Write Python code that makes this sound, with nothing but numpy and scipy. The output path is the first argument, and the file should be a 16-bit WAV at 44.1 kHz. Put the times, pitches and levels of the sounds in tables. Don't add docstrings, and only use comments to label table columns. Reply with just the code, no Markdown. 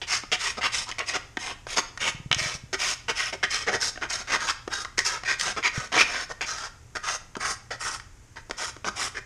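import sys
import numpy as np
from scipy import signal
from scipy.fft import rfft, irfft
from scipy.io import wavfile
from scipy.ndimage import map_coordinates

SR = 44100
rng = np.random.default_rng(int(sys.argv[2]) if len(sys.argv) > 2 else 0)


def store_wav(level_fs):
    pcm = np.round(np.clip(np.atleast_2d(level_fs), -1, 1) * 32767)
    wavfile.write(sys.argv[1], SR, pcm.T.astype(np.int16))


N = 407925

# start_s, hardest_s, end_s, level_db, hiss_db, hiss_drift_db
PUSHES = [(0.065, 0.127, 0.21, -27.5, -27.5, -1), (0.386, 0.465, 0.539, -28.5, -29.5, 1),
          (0.716, 0.745, 0.853, -30, -26, 5), (1.058, 1.1, 1.165, -33, -36.5, -19),
          (1.384, 1.523, 1.547, -34.5, -38.5, -8), (1.67, 1.745, 1.788, -34, -33.5, 1.5),
          (1.992, 2.096, 2.118, -24, -29, 9), (2.366, 2.397, 2.58, -30, -30, 1.5),
          (2.779, 2.846, 2.955, -27.5, -26.5, 7.5), (3.147, 3.199, 3.317, -27.5, -30, -2),
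          (3.493, 3.543, 3.658, -29, -29.5, -5), (3.795, 3.826, 3.916, -32, -23.5, 2),
          (4.087, 4.103, 4.246, -33.5, -32.5, -8.5), (4.387, 4.422, 4.501, -31.5, -34.5, 6),
          (4.696, 4.72, 4.847, -32, -32.5, 8.5), (5.042, 5.054, 5.209, -29.5, -30.5, -19),
          (5.383, 5.483, 5.541, -29, -29, -10), (5.717, 5.776, 5.884, -33.5, -37.5, 1),
          (6.043, 6.17, 6.262, -30.5, -34, 9), (6.453, 6.483, 6.6, -34.0, -34.0, -12),
          (6.564, 6.64, 6.698, -35, -35.5, -7), (7.024, 7.09, 7.181, -28.5, -29.5, 11),
          (7.39, 7.453, 7.554, -28.5, -30, 9), (7.79, 7.866, 7.99, -32, -33, 4.0),
          (8.565, 8.632, 8.722, -32.5, -33, 1), (8.951, 9.028, 9.1, -30.5, -31, 2)]
# time_s, ring_hz, ring_db, thud_rel_db, sizzle_db
EDGE_RESPONSE = [(.14, 2040, 5.5, -20, 4), (.75, 2550, 7, -14.5, 6.5), (1.45, 2550, -2, -13, 9),
                 (2.42, 2340, 8, -11.5, 2), (3.2, 2100, 5, -21.5, 4), (3.85, 1670, 10.5, -10.5, 1.5),
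                 (4.75, 1450, 15, -14, 2), (5.7, 1620, 5.5, -10, -1), (6.5, 1430, 12.5, -13, -0.5),
                 (7.8, 1350, 12, -13.5, 8), (8.8, 1280, 8, -11.5, 10)]
# time_s, extra_depth_ratio
SWELL_DEPTH = [(6.5, 0), (8.5, 0.37)]


def strokes(ease_in_db=-8.5, ease_out_db=-10.0, attack_s=0.02, release_s=0.031,
            thud_trim_db=-2.2, hiss_trim_db=-1.9, hiss_follow=0.64, lean_db=11.5):
    out = np.zeros(N)
    edge_s, *edge_columns = np.transpose(EDGE_RESPONSE)
    for start, hardest, end, level_db, hiss_db, drift_db in PUSHES:
        ring_hz, ring_db, thud_db, sizzle_db = (np.interp(hardest, edge_s, c) for c in edge_columns)
        t = np.arange(int((end - start) * SR)) / SR
        teeth = .45 + stick_slip(t, rate_hz=1100, scatter=.5, spread_db=1.8, fade_s=.001)
        chips = blade_echo(teeth * rng.standard_normal(len(t)), t)
        bands = shell(chips, ring_hz, ring_db, sizzle_db=sizzle_db)
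        thud, rasp, hiss = (unit(band[:len(t)]) for band in bands)
        rising, lifting = hand_ramps(start + t, start, hardest, end)
        ease_db = ease_in_db * rising + ease_out_db * lifting
        push_db = ease_db + np.interp(start, *np.transpose(SWELL_DEPTH)) * (ease_db - ease_db.mean())
        contact = np.clip(np.minimum(t / attack_s, (t[-1] - t) / release_s), 0, 1)
        tremble_db = 1.44 * wander(t, 57)
        yield_db = 0.25 * wander(t, 253)
        clog_db = 1.44 * wander(t, 115)
        along = t / t[-1] - .5
        thud = amp(thud_db + thud_trim_db + lean_db * along) * thud
        body = amp(level_db + push_db) * (thud + amp(yield_db) * rasp)
        blade = amp(hiss_db + hiss_trim_db + hiss_follow * push_db + drift_db * along + clog_db) * hiss
        add(out, start, contact * amp(tremble_db) * (body + blade))
    return out


# start_s, hardest_s, end_s, level_db, thud_rel_db, hiss_rel_db, ring_hz, ring_db
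SKIPS = [(0.016, 0.02, .055, -36, -12.5, -8, 3000, 10), (0.317, 0.33, .365, -25, -12.5, -5, 2450, 12),
         (0.57, 0.587, .605, -36.5, -2, -6.5, 1200, 8), (0.611, 0.665, .69, -26, -21, -8.5, 1950, 8),
         (0.865, 0.908, .91, -39, -17, -5.5, 980, 13), (0.986, 1.006, 1.045, -32, -11.5, -17, 2120, 6),
         (1.136, 1.163, 1.18, -29, -9, -5.5, 2230, 2), (1.764, 1.787, 1.81, -26, -10, -1, 1410, 4.5),
         (2.729, 2.743, 2.762, -29.5, -5.5, -3, 1630, 9), (3.082, 3.105, 3.125, -27.5, -9, -7.5, 1710, 1),
         (3.326, 3.337, 3.36, -35.5, -2.5, -5, 1850, 6), (3.429, 3.441, 3.464, -23, -15, -10, 2010, 20.5),
         (3.666, 3.693, 3.715, -26.5, -4.5, -10, 1750, 15),
         (3.716, 3.754, 3.777, -29, -4.5, -5.5, 1730, 10),
         (4.013, 4.034, 4.07, -31.5, -10.5, -13, 1650, 12.5), (4.273, 4.359, 4.375, -26, -14, -7, 1690, 14),
         (4.473, 4.504, 4.525, -27, -23, -4, 1500, 8), (4.975, 4.993, 5.025, -28.5, -18.5, -6.5, 1880, 33),
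         (5.249, 5.316, 5.36, -27, -20.5, -7.5, 1910, 16.5),
         (5.564, 5.581, 5.612, -31.5, -7, -10, 1520, 15),
         (5.628, 5.674, 5.695, -23, -22.5, -9.5, 2200, 12.5), (5.919, 5.98, 5.988, -23.5, -9, -9, 2020, 6),
         (5.981, 6.011, 6.04, -18, -17.5, -6.5, 2320, 14), (6.293, 6.319, 6.33, -37, -4.5, -7, 1520, 18),
         (6.409, 6.417, 6.46, -31, -14.5, -7, 2300, 13), (6.952, 6.961, 6.985, -32.5, -10, -7, 1600, 16),
         (7.706, 7.715, 7.765, -36.5, -5.5, -5.5, 1610, 19),
         (8.359, 8.374, 8.41, -43, -12.5, -10.5, 1630, 13), (8.845, 8.886, 8.9, -31, -7, -5.5, 1370, 15),
         (9.147, 9.185, 9.2, -35, -12, -10.5, 1870, 15)]


def chatter(onset_db=-6.0, swell_db_per_s=143.0, lift_db=-17.0, skid=0.64):
    out = np.zeros(N)
    for start, hardest, end, level_db, thud_db, hiss_db, ring_hz, ring_db in SKIPS:
        t = np.arange(int((end - start) * SR)) / SR
        landing_db = onset_db - swell_db_per_s * (hardest - start)
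        rising, lifting = hand_ramps(start + t, start, hardest, end)
        load = amp(landing_db * rising ** 2 + lift_db * lifting ** 1.15)
        hops = skid + stick_slip(t, rate_hz=200, scatter=.35, spread_db=0.15, fade_s=0.0033)
        force = load * hops * rng.standard_normal(len(t))
        force = blade_echo(force, t, first_s=0.001217, last_s=0.000786)
        bands = shell(force, ring_hz, ring_db, hollow_db=5.5, sizzle_db=-2.7)
        add(out, start, amp(level_db) * mix_bands(bands, (thud_db, 0, hiss_db), len(t)))
    return out


# time_s, level_db, thud_rel_db, hiss_rel_db, ring_hz
KNOCKS = [(.235, -30.5, -2.5, -19, 1200), (.89, -34, -9, 1, 2200), (.914, -26, -22, -5, 3030),
          (.922, -26, -25, -13, 2150), (.984, -23, -18, -11, 2220), (.991, -25, -18, -2, 2320),
          (1.371, -18, -8.5, -18.5, 1700), (1.668, -29, -1.5, -13, 1520), (1.773, -18.5, -9, -3, 1220),
          (1.975, -26, -22, -10, 1500), (2.314, -9.5, -21, -16, 2900), (2.327, -10.5, -19, -10, 3060),
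          (2.346, -24.5, -21, 3, 3000), (3.085, -22, -16, -17, 1310), (3.205, -22, -33, -20, 2000),
          (3.958, -34, -7, -20, 1730), (3.975, -28, -6, -20.5, 1630), (4.677, -27, 5, -12, 1640),
          (4.848, -24.5, -36, -10, 1500), (4.854, -25, -33, -21, 1290), (4.98, -20, -5.5, -1, 2300),
          (4.99, -17, -23, 2, 1880), (5.235, -27.5, -9, -10, 1270), (5.397, -27.5, -31, 4, 2020),
          (5.411, -18.5, -30, -1.5, 2010), (5.926, -22.5, -9, -7, 2220), (6.969, -25.5, -12, -9, 1870),
          (7.353, -26.5, -23, -16, 1340), (7.367, -28, 4, -8.5, 1300), (7.998, -31, -31, -11, 1740),
          (8.497, -38, 7, -2, 1240), (8.51, -21.5, -5.5, -8, 1370), (8.765, -36.5, -0.5, -10, 1270),
          (8.845, -23, -16, -32, 1180)]


def ticks(gain_db=-5.5, hiss_trim_db=2.5, rise_s=0.000083, fade_s=0.0029):
    out, t = np.zeros(N), np.arange(SR // 50) / SR
    for start, level_db, thud_db, hiss_db, ring_hz in KNOCKS:
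        force = (1 - np.exp(-t / rise_s)) * np.exp(-t / fade_s) * rng.standard_normal(len(t))
        bands = shell(force, ring_hz, ring_db=13.0, hollow_db=11.0, hollow_hz=291.0, ripple_db=1.16)
        tick = mix_bands(bands, (thud_db, 0, hiss_db + hiss_trim_db), SR // 250)
        add(out, start, amp(level_db + gain_db) * tick)
    return out


def stick_slip(t, rate_hz, scatter, spread_db, fade_s):
    gap_draw, size_draw = rng.standard_normal((int(t[-1] * rate_hz * 2) + 4, 2)).T
    gaps = np.exp(scatter * gap_draw)
    slip_s = (np.cumsum(gaps) - gaps[0]) / rate_hz
    latest = np.searchsorted(slip_s, t, side="right") - 1
    strength = amp(spread_db * np.clip(size_draw[latest], -2, 2))
    return unit(strength * np.exp(-(t - slip_s[latest]) / fade_s))


def hand_ramps(t, start, hardest, end):
    return np.interp(t, [start, hardest], [1, 0]), np.interp(t, [hardest, end], [0, 1])


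def blade_echo(force, t, first_s=0.000362, last_s=0.000927, gain=.22):
    travel = (1 - np.cos(np.pi * t / t[-1])) / 2
    delay_s = (first_s + (last_s - first_s) * travel) * np.exp(0.224 * rng.standard_normal())
    return force + gain * map_coordinates(force, [(t - delay_s) * SR], order=3)


# freq_hz, gain_db
CONTACT_SPECTRUM = [(150, -3.5), (280, -7), (420, -6), (1000, -5.5), (2000, -4.5), (3000, -6.5), (4100, -5),
                    (5300, 1.5), (7000, -8.5), (9000, -15), (12000, -32.5), (14500, -43)]
# centre_hz, width_hz, gain_db
SHELL_MODES = [(452, 320, 7.5), (622, 33, 5.5), (730, 44, 6), (865, 41, -9.5), (905, 50, 5), (1248, 28, 6),
               (1580, 200, -0.5), (1720, 84, -5), (1878, 37, 5.5), (2141, 59, 1.5), (2610, 100, -0.5),
               (3082, 91, 4.5), (3440, 370, 0.6), (4350, 330, -2.9), (6545, 360, 6)]


def shell(force, ring_hz, ring_db, hollow_db=0., sizzle_db=0., hollow_hz=363.0, ripple_db=2.35,
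          crossovers_hz=(800, 3600), size=2048):
    f = np.arange(size // 2 + 1) * SR / size
    db = log_interp(f, *np.transpose(CONTACT_SPECTRUM))
    db += sum(gain_db * bell(f, hz, width_hz) for hz, width_hz, gain_db in SHELL_MODES)
    db += ring_db * bell(f, ring_hz, width_hz=0.66 * ring_hz)
    db += hollow_db * bell(f, hollow_hz, width_hz=186)
    db += sizzle_db * bell(f, 9640, width_hz=6100)
    db += ripple_db * wander(np.sqrt(f), .7)
    sound = signal.fftconvolve(force, minimum_phase(db, size))
    bass_cut = signal.butter(2, 220, "high", fs=SR, output="sos")
    sound = signal.sosfilt(bass_cut, sound)
    lowpasses = (signal.butter(4, hz, fs=SR, output="sos") for hz in crossovers_hz)
    thud, body = (signal.sosfiltfilt(lowpass, sound) for lowpass in lowpasses)
    return thud, body - thud, sound - body


# time_s, level_db
SOFT_BUMPS = [(2.148, -35), (2.201, -35.5), (2.26, -32), (2.31, -30), (2.365, -32), (2.414, -35),
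              (2.46, -34), (2.55, -36.5), (2.637, -37.5), (5.778, -25.5)]


def bumps(pitch_hz=133.0, rise_s=0.0006, fade_s=0.0066, gain_db=8.5):
    out, t = np.zeros(N), np.arange(SR // 12) / SR
    envelope = (1 - np.exp(-t / rise_s)) * np.exp(-t / fade_s)
    for start, level_db in SOFT_BUMPS:
        hz = pitch_hz * np.exp(0.035 * rng.standard_normal())
        add(out, start, amp(level_db + gain_db) * envelope * np.sin(2 * np.pi * hz * t))
    return out


# centre_hz, gain_db, t60_s
ROOM_BANDS = [(251, -11.5, 0.5), (734, -11, 0.58), (1400, -9, 0.41), (2970, -10, 0.44), (6140, -12, 0.39),
              (12000, -9.5, 0.24)]


def room(x, delay_s=0.00056, build_s=0.0042):
    t, f = np.arange(SR) / SR, np.arange(SR // 2 + 1)
    centres_hz = np.array(ROOM_BANDS)[:, 0]
    noise, tail = rfft(rng.standard_normal(SR)), np.zeros(SR)
    onset = np.clip((t - delay_s) / build_s, 0, 1)
    for weights, (_, gain_db, t60_s) in zip(np.eye(len(ROOM_BANDS)), ROOM_BANDS):
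        band = irfft(noise * log_interp(f, centres_hz, weights))
        decay = onset * amp(-60 * t / t60_s)
        tail += amp(gain_db) * band * decay / np.linalg.norm(decay)
    return signal.fftconvolve(x, tail)[:N]


# freq_hz, density_rel_db
AIR_SPECTRUM = [(12, -44.5), (20, -4.5), (43, -8.5), (88, -10.5), (129, -13.5), (152, -20.5), (650, -33),
                (1840, -33), (4190, -43), (6500, -33.5), (10400, -48.5), (12900, -55), (14000, -60)]


def ventilation(level_db=-50.5):
    f = np.arange(N // 2 + 1) * SR / N
    shape = amp(log_interp(f, *np.transpose(AIR_SPECTRUM)))
    return amp(level_db) * unit(irfft(rfft(rng.standard_normal(N)) * shape, N))


# pitch_hz, level_db
HUM_TONES = [(87, -74), (119, -61.5)]


def machine_hum():
    out, t = np.zeros(N), np.arange(N) / SR
    for pitch_hz, level_db in HUM_TONES:
        peak = np.sqrt(2) * amp(level_db + 2 * wander(t, 5.7))
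        out += peak * np.sin(2 * np.pi * pitch_hz * t + 1.2 * wander(t, 5.4))
    return out


def amp(db):
    return 10 ** (np.asarray(db) / 20)


def unit(x):
    return x / np.sqrt(np.mean(x ** 2) + 1e-18)


def add(out, start_s, x):
    i = max(int(start_s * SR), 0)
    out[i:i + len(x)] += x[:max(len(out) - i, 0)]


def mix_bands(bands, levels_db, samples):
    return sum(amp(db) * band / np.std(band[:samples]) for band, db in zip(bands, levels_db))


def log_interp(f, points_hz, values):
    return np.interp(np.log(f + 1), np.log(points_hz), values)


def bell(f, centre_hz, width_hz):
    return 1 / (1 + (2 * (f - centre_hz) / width_hz) ** 2)


def wander(x, rate):
    return np.interp(x * rate, np.arange(len(x)), rng.standard_normal(len(x))) * np.sqrt(3 / 2)


def minimum_phase(db, size):
    cepstrum = irfft(np.log(amp(db)))
    cepstrum[1:size // 2] *= 2
    cepstrum[size // 2 + 1:] = 0
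    return irfft(np.exp(rfft(cepstrum)))[:size // 2]


def scene():
    filing = strokes() + chatter() + ticks()
    mono = filing + room(filing) + bumps() + ventilation() + machine_hum()
    return np.array([mono, mono])


def record(dry, cutoff_hz=14250):
    lowpass = signal.ellip(8, .2, 70, cutoff_hz, fs=SR, output="sos")
    return signal.sosfilt(lowpass, np.tanh(dry))


dry = scene()
out = record(dry)
store_wav(out)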